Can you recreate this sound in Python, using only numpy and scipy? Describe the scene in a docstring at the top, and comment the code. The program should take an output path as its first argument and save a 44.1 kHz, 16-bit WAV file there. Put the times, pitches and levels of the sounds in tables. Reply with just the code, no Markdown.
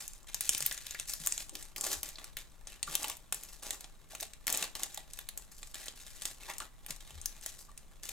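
"""A foil card pack is picked at, crinkled and torn open by two hands above a desk in a small room.
Creases buckle in sharp snaps over a rustle of tiny ones; taut panels pop with a hollow ring.
The pack flexes and the hands bump it softly. Desk and walls add short echoes.
A close stereo microphone adds its hiss to the low rumble of the room."""
import sys
import numpy as np
from scipy import signal
from scipy.fft import rfft, irfft, next_fast_len
from scipy.io import wavfile
from scipy.ndimage import uniform_filter1d

SR = 44100
rng = np.random.default_rng(int(sys.argv[2]) if len(sys.argv) > 2 else 0)


def output_pcm(signal):
    """Save a mono or channel-first signal as 16-bit PCM at the path in sys.argv[1].

    Samples are clipped to [-1, 1] before scaling.
    """
    pcm = np.clip(np.atleast_2d(signal).T, -1, 1) * 32767
    wavfile.write(sys.argv[1], SR, np.round(pcm).astype(np.int16))


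N = 358091
TIME_S = np.arange(N) / SR

# freq_hz, gain_db
SNAP_COLOUR = [(105, -6), (310, -5.5), (760, -2), (1220, -3.5), (2050, 3), (3750, 6.5), (4650, 3),
               (5650, 4), (7350, 8), (10100, 3.5), (14400, 2.5), (15900, -7.5)]
# start_s, level_db, body_db, sparkle_db
SNAPS = [(0.079, -33.5, -10, -1), (0.3446, -22, -6.5, -5), (0.408, -23, -8, 3.5), (0.4925, -14.5, -8, -1),
         (0.5481, -23, -1.5, -5), (0.5789, -26, -16, 6.5), (0.6055, -22, -8.5, -8), (0.624, -22, -8.5, -7),
         (0.6625, -21, -6, 7.5), (0.7121, -33, 5.5, -2), (0.7772, -32.5, -2, -7), (0.8667, -38, -1, 6),
         (0.9091, -31, -4, -5), (0.9462, -40, 7, 2), (0.998, -28, -1.5, -6), (1.136, -27, -3, -2),
         (1.262, -28, -6, 3.5), (1.272, -18, -10.5, 0.5), (1.3227, -22.5, -10.5, -14),
         (1.3785, -27, -4.5, -10), (1.4045, -37.5, 4, -1), (1.4939, -34.5, -5.5, -5),
         (1.553, -32.5, -1, -2), (1.6262, -32, -9, -9), (1.762, -35, 3, 5), (1.8103, -23, -15, -8.5),
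         (1.841, -27, -26, -17), (1.9301, -26.5, -1.5, -1), (2.031, -27, -5.5, 5), (2.1844, -43, 9.5, -12),
         (2.2427, -38, 1.5, 0), (2.369, -33, 4, 6.5), (2.6712, -30, -10, -25), (2.7018, -49, -2, -3),
         (2.829, -25, 0, -8), (2.953, -20, -3.5, 6), (3.0304, -28, -11, -1), (3.043, -31.5, 5.5, 1),
         (3.0985, -30, -1, -1), (3.1692, -41.5, -12, 3), (3.3247, -22, -1, -1), (3.345, -29.5, -4, -1),
         (3.4351, -38.5, -7, 6), (3.7066, -23, -2.5, -3), (3.808, -38.5, -5, 2), (3.8432, -41.5, 7.5, -15),
         (4.2082, -29.5, -16, 0.5), (4.2279, -29.5, -1.5, -4.5), (4.3345, -42, 3, -10),
         (4.469, -24, -6.5, 3), (4.479, -26, 6, 4), (4.5263, -22, -11, 2), (4.5734, -24, -19, 0),
         (4.626, -26, 4, -2), (4.7525, -32, 3, 0.5), (4.8333, -22, -6.5, -4), (4.945, -34, -14, 2),
         (4.9749, -33.5, 0.5, -2), (5.1352, -36.5, -10, -18), (5.1888, -35, 3.5, 6.5),
         (5.2885, -30, -4, 2.5), (5.375, -28.5, -12.5, -1.5), (5.63, -39.5, 5, -16),
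         (5.744, -35.5, 1.5, -4), (5.8825, -31.5, 2, -5), (6.2204, -30.5, -2, -9), (6.254, -23, -6, -7),
         (6.5825, -32.5, -7, -3), (6.602, -33.5, 4, -6.5), (6.8632, -37, -1, 3.5), (6.9062, -33, -5, -1),
         (7.2147, -34, -23, -11), (7.2582, -22, -10.5, 3), (7.4617, -23.5, -9, -2), (7.7764, -37, -7, -4),
         (8.0907, -33, 0, 2)]


def snaps(rows, spread, rise_ms, flutter_db, flutter_ms):
    """A crease flips within a millisecond or two and rebounds; the sheet around it flutters out."""
    median_decay_ms, body_db_per_doubling = 0.68, 18
    rebound_span_ms, rebound_db = (0.79, 2.78), -8.5
    median_body_db = np.median(SNAPS, axis=0)[2]
    out, t_ms = np.zeros((2, N)), np.arange(1024) * 1000 / SR
    for start_s, level_db, body_db, sparkle_db in rows:
        decay_ms = median_decay_ms * 2 ** ((body_db - median_body_db) / body_db_per_doubling)
        flip = np.exp(-t_ms / max(decay_ms, .25))
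        flutter = from_db(flutter_db) * np.exp(-t_ms / flutter_ms)
        kick = (1 - np.exp(-t_ms / rise_ms)) * (flip + flutter)
        rebound = from_db(rebound_db) * np.interp(t_ms - rng.uniform(*rebound_span_ms), t_ms, kick)
        burst = rms_one(stereo_noise(spread, len(t_ms)) * (kick + rebound))
        burst /= np.sqrt(t_ms[-1])   # energy of 1 ms at unit power
        # long creases are deeper, short ones brighter
        size_colour = [(4000, body_db), (5900, 0.027), (9100, 0.12), (11400, sparkle_db)]
        impulse = response(SNAP_COLOUR, size_colour, shape_colour(), size=512)
        add(out, start_s, from_db(level_db) * signal.fftconvolve(burst, impulse[None], axes=1))
    return out


def shape_colour(span_hz=(705, 12340), scatter_db=2.5, count=12):
    """Each crease has its own shape, so its own peaks and dips: freq_hz, gain_db."""
    gain_db = scatter_db * np.clip(rng.standard_normal(count), -2, 1)
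    return np.transpose([np.geomspace(*span_hz, count), gain_db])


def stray_snaps(crease_db, rate_per_s=10, over_db=10.5, scatter_db=6, body_db=-8, sparkle_db=-9.5):
    """Rows for small snaps at random times, louder when the foil is worked harder."""
    count = int(rate_per_s * N / SR)
    at = rng.integers(0, N, count)
    offset_db = scatter_db * np.clip(rng.standard_normal((count, 3)), -2, 2).T
    level_db = crease_db[at] + over_db + offset_db[0]
    return list(zip(at / SR, level_db, body_db + offset_db[1], sparkle_db + offset_db[2]))


# start_s, length_s, crease_db, fold_over_crease_db, flex_over_crease_db
GRIPS = [(0, 0.0067, -43.5, -8.5, -14.5), (0.08, 0.086, -61, -7, -20), (0.265, 0.13, -59.5, 0, -19),
         (0.41, 0.32, -46.5, -6, -23), (0.76, 0.27, -55, -2, -29), (1.07, 0.061, -42.5, -11, -23),
         (1.19, 0.23, -48.5, -8, -17.5), (1.53, 0.13, -55.5, -6.5, -12), (1.765, 0.097, -47, -20, -9),
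         (2.03, 0.065, -50, -5, -11.5), (2.15, 0.13, -62.5, 0.5, -3), (2.365, 0.023, -52.5, -1.5, -15),
         (2.67, 0.075, -58.5, 0, -11), (3.325, 0.25, -56, -8.5, -13), (3.62, 0.12, -49.5, -7, -7),
         (3.8, 0.051, -63.5, -2.5, -3), (4.095, 0.14, -58, -3, -10.5), (4.195, 0.016, -46, -7, -21),
         (4.75, 0.093, -48.5, -5, -8), (4.89, 0.11, -59, -2.5, -14), (5.095, 0.11, -59, -4.5, -16),
         (5.375, 0.041, -59, -7, -9.5), (5.51, 0.2, -59.5, -11.5, -18), (5.738, 0.14, -52, -3, -12),
         (5.95, 0.3, -56.5, -5, -17), (6.22, 0.094, -49.5, -7, -14.5), (6.4, 0.11, -54.5, -1.5, -8),
         (6.88, 0.031, -49, -5.5, -9), (7.0, 0.42, -61.5, -2, -8.5), (7.42, 0.11, -52, -6.5, -19.5),
         (7.58, 0.049, -55, -14, -19), (8.025, 0.14, -50.5, -6, -15.5)]
TEARS = [(1.835, 0.11, -39.5, -8, -12), (2.865, 0.25, -48, -4, -7.5), (4.467, 0.17, -42.5, -3.5, -7.5),
         (6.48, 0.044, -52.5, -0.5, -4), (6.6, 0.038, -56.5, -0.5, -1.5)]


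def handling():
    """Hands pinch, tear or just hold the foil: crease_db, fold_db, flex_db over time."""
    grips = strokes(GRIPS, attack_s=0.0063, sag_db_per_s=6.5, release_db_per_s=265)
    tears = strokes(TEARS, attack_s=0.002, sag_db_per_s=4, release_db_per_s=292)
    held = from_db([-73, -72.5, -73.5])[:, None] ** 2
    return 10 * np.log10(grips + tears + held)


def strokes(rows, attack_s, sag_db_per_s, release_db_per_s):
    """Crease, fold and flex power: each move takes hold, eases as the foil yields, and lets go."""
    power, t = np.zeros((3, N)), TIME_S[:SR]
    for start_s, length_s, crease_db, fold_over_db, flex_over_db in rows:
        fall_db = sag_db_per_s * (t - length_s / 2) + release_db_per_s * np.maximum(t - length_s, 0)
        envelope = np.minimum(t / attack_s, 1) * from_db(crease_db - fall_db)
        add(power, start_s, np.outer(from_db([0, fold_over_db, flex_over_db]), envelope) ** 2)
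    return power


# freq_hz, gain_db
CREASE_COLOUR = [(3050, -39), (4550, -2.5), (5550, -3), (7350, 0), (9600, -4.5), (12100, -6),
                 (14700, -10.5), (16100, -26)]
FOLD_COLOUR = [(920, -21), (1550, 0), (2250, 0.5), (3050, 0), (3950, 4), (4750, -7.5), (7100, -27.5)]
FLEX_COLOUR = [(72, -24.5), (165, -10.5), (350, -2), (480, -5.5), (620, -3.5), (790, 0.5), (1070, -4.5),
               (1320, -6.5), (2450, -22)]


def rustle(work_db, spread, uneven_db, ring_gain, jerk_db):
    """Harder work buckles more fine creases; each also shakes the broad folds and flexes the pack."""
    jerk_band = signal.butter(2, [7, 22], "band", fs=SR, output="sos")
    jerks = rms_one(signal.sosfilt(jerk_band, rng.standard_normal(N)))   # fingers grip and slip
    crease_db, fold_db, flex_db = work_db + jerk_db * jerks
    rate_per_s = 650 * from_db(.45 * (crease_db + 49.0))
    buckles = rng.random(N) < rate_per_s / SR
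    clicks = buckles * from_db(uneven_db * np.minimum(rng.exponential(1, N), 3))
    grains = crackle(clicks, decay_ms=1.1, slide=.35)
    creases = grains * stereo_noise(spread, N)
    folds = grains * stereo_noise(spread, N)
    folds += ring_gain * facets(clicks, low_hz=1517, high_hz=4870, t60_cycles=150, count=40)
    flex = (grains + .1) * stereo_noise(spread=0.24, size=N)
    flex += 0.15 * facets(clicks, low_hz=355, high_hz=1335, t60_cycles=12.6, count=28)
    return (from_db(crease_db) * coloured(creases, CREASE_COLOUR)
            + from_db(fold_db) * coloured(folds, FOLD_COLOUR)
            + from_db(flex_db) * coloured(flex, FLEX_COLOUR))


def crackle(clicks, decay_ms, slide):
    """Envelope of tiny bucklings over smooth sliding; power near 1."""
    pole = np.exp(-2000 / (decay_ms * SR))
    power = signal.lfilter([1], [1, -pole], clicks ** 2 + 1e-9)
    return np.sqrt((power / running_mean(power) + slide) / (1 + slide))


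def facets(clicks, low_hz, high_hz, t60_cycles, count):
    """Each buckling rings one taut facet of the foil; power near 1."""
    out, facet_hit = np.zeros(N), rng.integers(0, count, N)
    for facet, pitch_hz in enumerate(np.geomspace(low_hz, high_hz, count)):
        radius = from_db(-60 * pitch_hz / (t60_cycles * SR))
        step_rad = 2 * np.pi * pitch_hz / SR
        feedback = [1, -2 * radius * np.cos(step_rad), radius ** 2]
        hits = clicks * (facet_hit == facet) + 1e-18
        strength = pitch_hz / low_hz   # small facets ring briefly but harder
        out += strength * signal.lfilter([0, np.sin(step_rad)], feedback, hits)
    return out / np.sqrt(running_mean(out ** 2))


# start_s, level_db, pitch_hz, swell_s
PANEL_POPS = [(0.714, -42, 1770, 0.0032), (0.868, -36.5, 4060, 0.00059), (0.947, -42, 1870, 0.0034),
              (2.156, -42, 4100, 0.0012), (2.875, -41.5, 1300, 0.0031), (3.043, -41, 935, 0.0022),
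              (3.097, -44.5, 970, 0.0018), (3.324, -37, 2750, 0.00054), (4.131, -48.5, 720, 0.0019),
              (4.222, -44, 736, 0.0028), (4.626, -44.5, 724, .002), (4.973, -42, 720, 0.0016),
              (6.479, -46, 940, 0.011), (6.484, -48.5, 1960, .012), (6.603, -39, 1100, 0.0011),
              (6.612, -52, 1410, 0.01), (7.683, -57.5, 1070, 0.0048)]


def panel_pops():
    """Taut panels of the wrapper pop with a hollow ring; near 6.5 s the tearing strip rings in the same way."""
    return thuds(PANEL_POPS, width=0.16, spread=0.35)


# start_s, level_db, pitch_hz, swell_s
HAND_BUMPS = [(0.599, -54, 124, 0.0093), (1.192, -55, 158, .011), (1.52, -56.5, 330, .015),
              (1.851, -53.5, 433, 0.029), (1.946, -58, 68.3, 0.011), (2.876, -54.5, 149, 0.0091),
              (4.21, -56.5, 332, 0.0061), (4.5, -56.5, 450, .03), (4.607, -54, 178, 0.0085),
              (6.896, -50.5, 181, 0.0029), (7.104, -53, 73, 0.024)]


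def hand_bumps():
    """The hands knock softly against the pack."""
    return thuds(HAND_BUMPS, width=0.3, spread=0.29)


def thuds(rows, width, spread):
    """Each contact swells, rings in a band around its pitch and is quickly damped."""
    out, t = np.zeros((2, N)), TIME_S[:SR // 4]
    for start_s, level_db, pitch_hz, swell_s in rows:
        edges_hz = [pitch_hz / (1 + width), pitch_hz * (1 + width)]
        band = signal.butter(2, edges_hz, "band", fs=SR, output="sos")
        thud = signal.sosfilt(band, stereo_noise(spread, len(t)) * t * np.exp(-t / swell_s))
        add(out, start_s, from_db(level_db) * rms_one(thud) * np.sqrt(2 * swell_s / t[-1]))
    return out


# freq_hz, gain_db
ECHO_COLOUR = [(300, 1), (8000, -4), (14000, -9)]


def room_echoes(x, early_db, early_decay_s, tail_db, tail_t60_s):
    """Quick echoes off desk and hands, then a short diffuse tail, different at each capsule."""
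    t = TIME_S[:SR // 2]
    onset = np.clip(t / 0.0024, 0, 1) ** 2
    tail = rms_one(stereo_noise(spread=1.35, size=len(t)) * onset * from_db(-60 * t / tail_t60_s))
    early = rms_one(stereo_noise(spread=0.61, size=len(t)) * onset * np.exp(-t / early_decay_s))
    echoes = from_db(tail_db) * tail + from_db(early_db) * early
    impulse = signal.fftconvolve(echoes, response(ECHO_COLOUR, size=256)[None], axes=1) / np.sqrt(len(t))
    return signal.fftconvolve(x, impulse, axes=1)[:, :N]


# freq_hz, left_over_right_db, left_lead_rad
CAPSULES = [(208, 3.5, 0.28), (700, -4, 0.046), (1430, 3, -0.27), (2750, -1.7, -0.022), (3540, 1.5, 1),
            (4230, -1.3, 1), (5640, 4.0, 1), (6400, 3.5, 0.43), (8500, 0, 0.0011), (11100, 4.5, 1),
            (12700, 1.5, 0.96), (15400, 7, 0.62)]


def capsules(x):
    """The two capsules hear each frequency at a different level and phase."""
    size = next_fast_len(N + 2048)
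    bin_hz = np.arange(size // 2 + 1) * SR / size
    freq_hz, *columns = np.transpose(CAPSULES)
    balance_db, lead_rad = [np.interp(bin_hz, freq_hz, column) for column in columns]
    left_gain = from_db(balance_db / 2) * np.exp(1j * lead_rad / 2)
    return irfft(rfft(x, size) * np.array([left_gain, 1 / left_gain]), size)[:, :N]


# freq_hz, gain_db
RUMBLE_COLOUR = [(10, -4.5), (22, 6.5), (45, -3), (70, -11), (95, -20), (125, -13.5), (250, -22.5),
                 (600, -35), (2000, -57)]


def room_rumble(level_db, tilt_db):
    """Steady low noise of the room, wide and tilted to the left."""
    rumble = coloured(stereo_noise(spread=2.24, size=N), RUMBLE_COLOUR)
    return from_db(level_db) * rumble * from_db([[tilt_db], [-tilt_db]])


# freq_hz, gain_db
HISS_COLOUR = [(200, 4.5), (650, 8.5), (830, -1.5), (1000, 10), (2000, 1.5), (4500, -3), (7500, 2),
               (14500, -5), (16000, -12)]


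def microphone_hiss(level_db):
    """Steady broadband self-noise."""
    return from_db(level_db) * coloured(stereo_noise(spread=1.0, size=N), HISS_COLOUR)


def from_db(db):
    """Decibels to gain."""
    return 10 ** (np.asarray(db) / 20)


def rms_one(x):
    """Scale to rms 1."""
    return x / np.sqrt(np.mean(x ** 2) + 1e-20)


def running_mean(power):
    """Power smoothed over about 30 ms."""
    return np.abs(uniform_filter1d(uniform_filter1d(power, size=1300), size=800)) + 1e-6


def gain_db_at(colour, hz):
    """Interpolate a colour on a log-frequency axis."""
    freq_hz, gain_db = np.transpose(colour)
    return np.interp(np.log(hz + 1), np.log(freq_hz), gain_db)


def response(*colours, size):
    """Minimum-phase impulse response of colours in series."""
    bin_hz = np.arange(size // 2 + 1) * SR / size
    gain_db = sum(gain_db_at(colour, bin_hz) for colour in colours)
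    cepstrum = irfft(np.log(from_db(gain_db)))
    cepstrum[1:size // 2] *= 2
    cepstrum[size // 2 + 1:] = 0
    return irfft(np.exp(rfft(cepstrum)))


def coloured(x, colour):
    """Stereo signal filtered by a colour; rms 1."""
    return rms_one(signal.fftconvolve(x, response(colour, size=8192)[None], axes=1)[:, :N])


def stereo_noise(spread, size):
    """White noise shared by both channels, plus their own at gain spread; rms 1."""
    return rms_one(rng.standard_normal(size) + spread * rng.standard_normal((2, size)))


def add(out, start_s, sound):
    """Mix a sound in at start_s."""
    start = int(np.clip(start_s * SR, 0, N - 1))
    out[:, start:start + sound.shape[1]] += sound[:, :N - start]


def scene():
    """The pack close to the microphone, heard directly and off desk and walls, over rumble and hiss."""
    work_db = handling()
    snap_rows = SNAPS + stray_snaps(crease_db=work_db[0])
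    foil = snaps(snap_rows, spread=0.43, rise_ms=0.13, flutter_db=-22.0, flutter_ms=5.2)
    foil += rustle(work_db, spread=0.5, uneven_db=4.5, ring_gain=0.29, jerk_db=2.0)
    pack = foil + hand_bumps() + panel_pops()
    background = room_rumble(level_db=-54.5, tilt_db=1.1) + microphone_hiss(level_db=-68.5)
    echoes = room_echoes(pack, early_db=-8.0, early_decay_s=0.0052, tail_db=-5, tail_t60_s=0.24)
    return capsules(pack + echoes) + background


def record(dry):
    """Steep low-pass on the top treble."""
    cutoff_hz = 16100
    return signal.sosfilt(signal.ellip(10, .2, 70, cutoff_hz, fs=SR, output="sos"), dry)


dry = scene()
out = record(dry)
output_pcm(out)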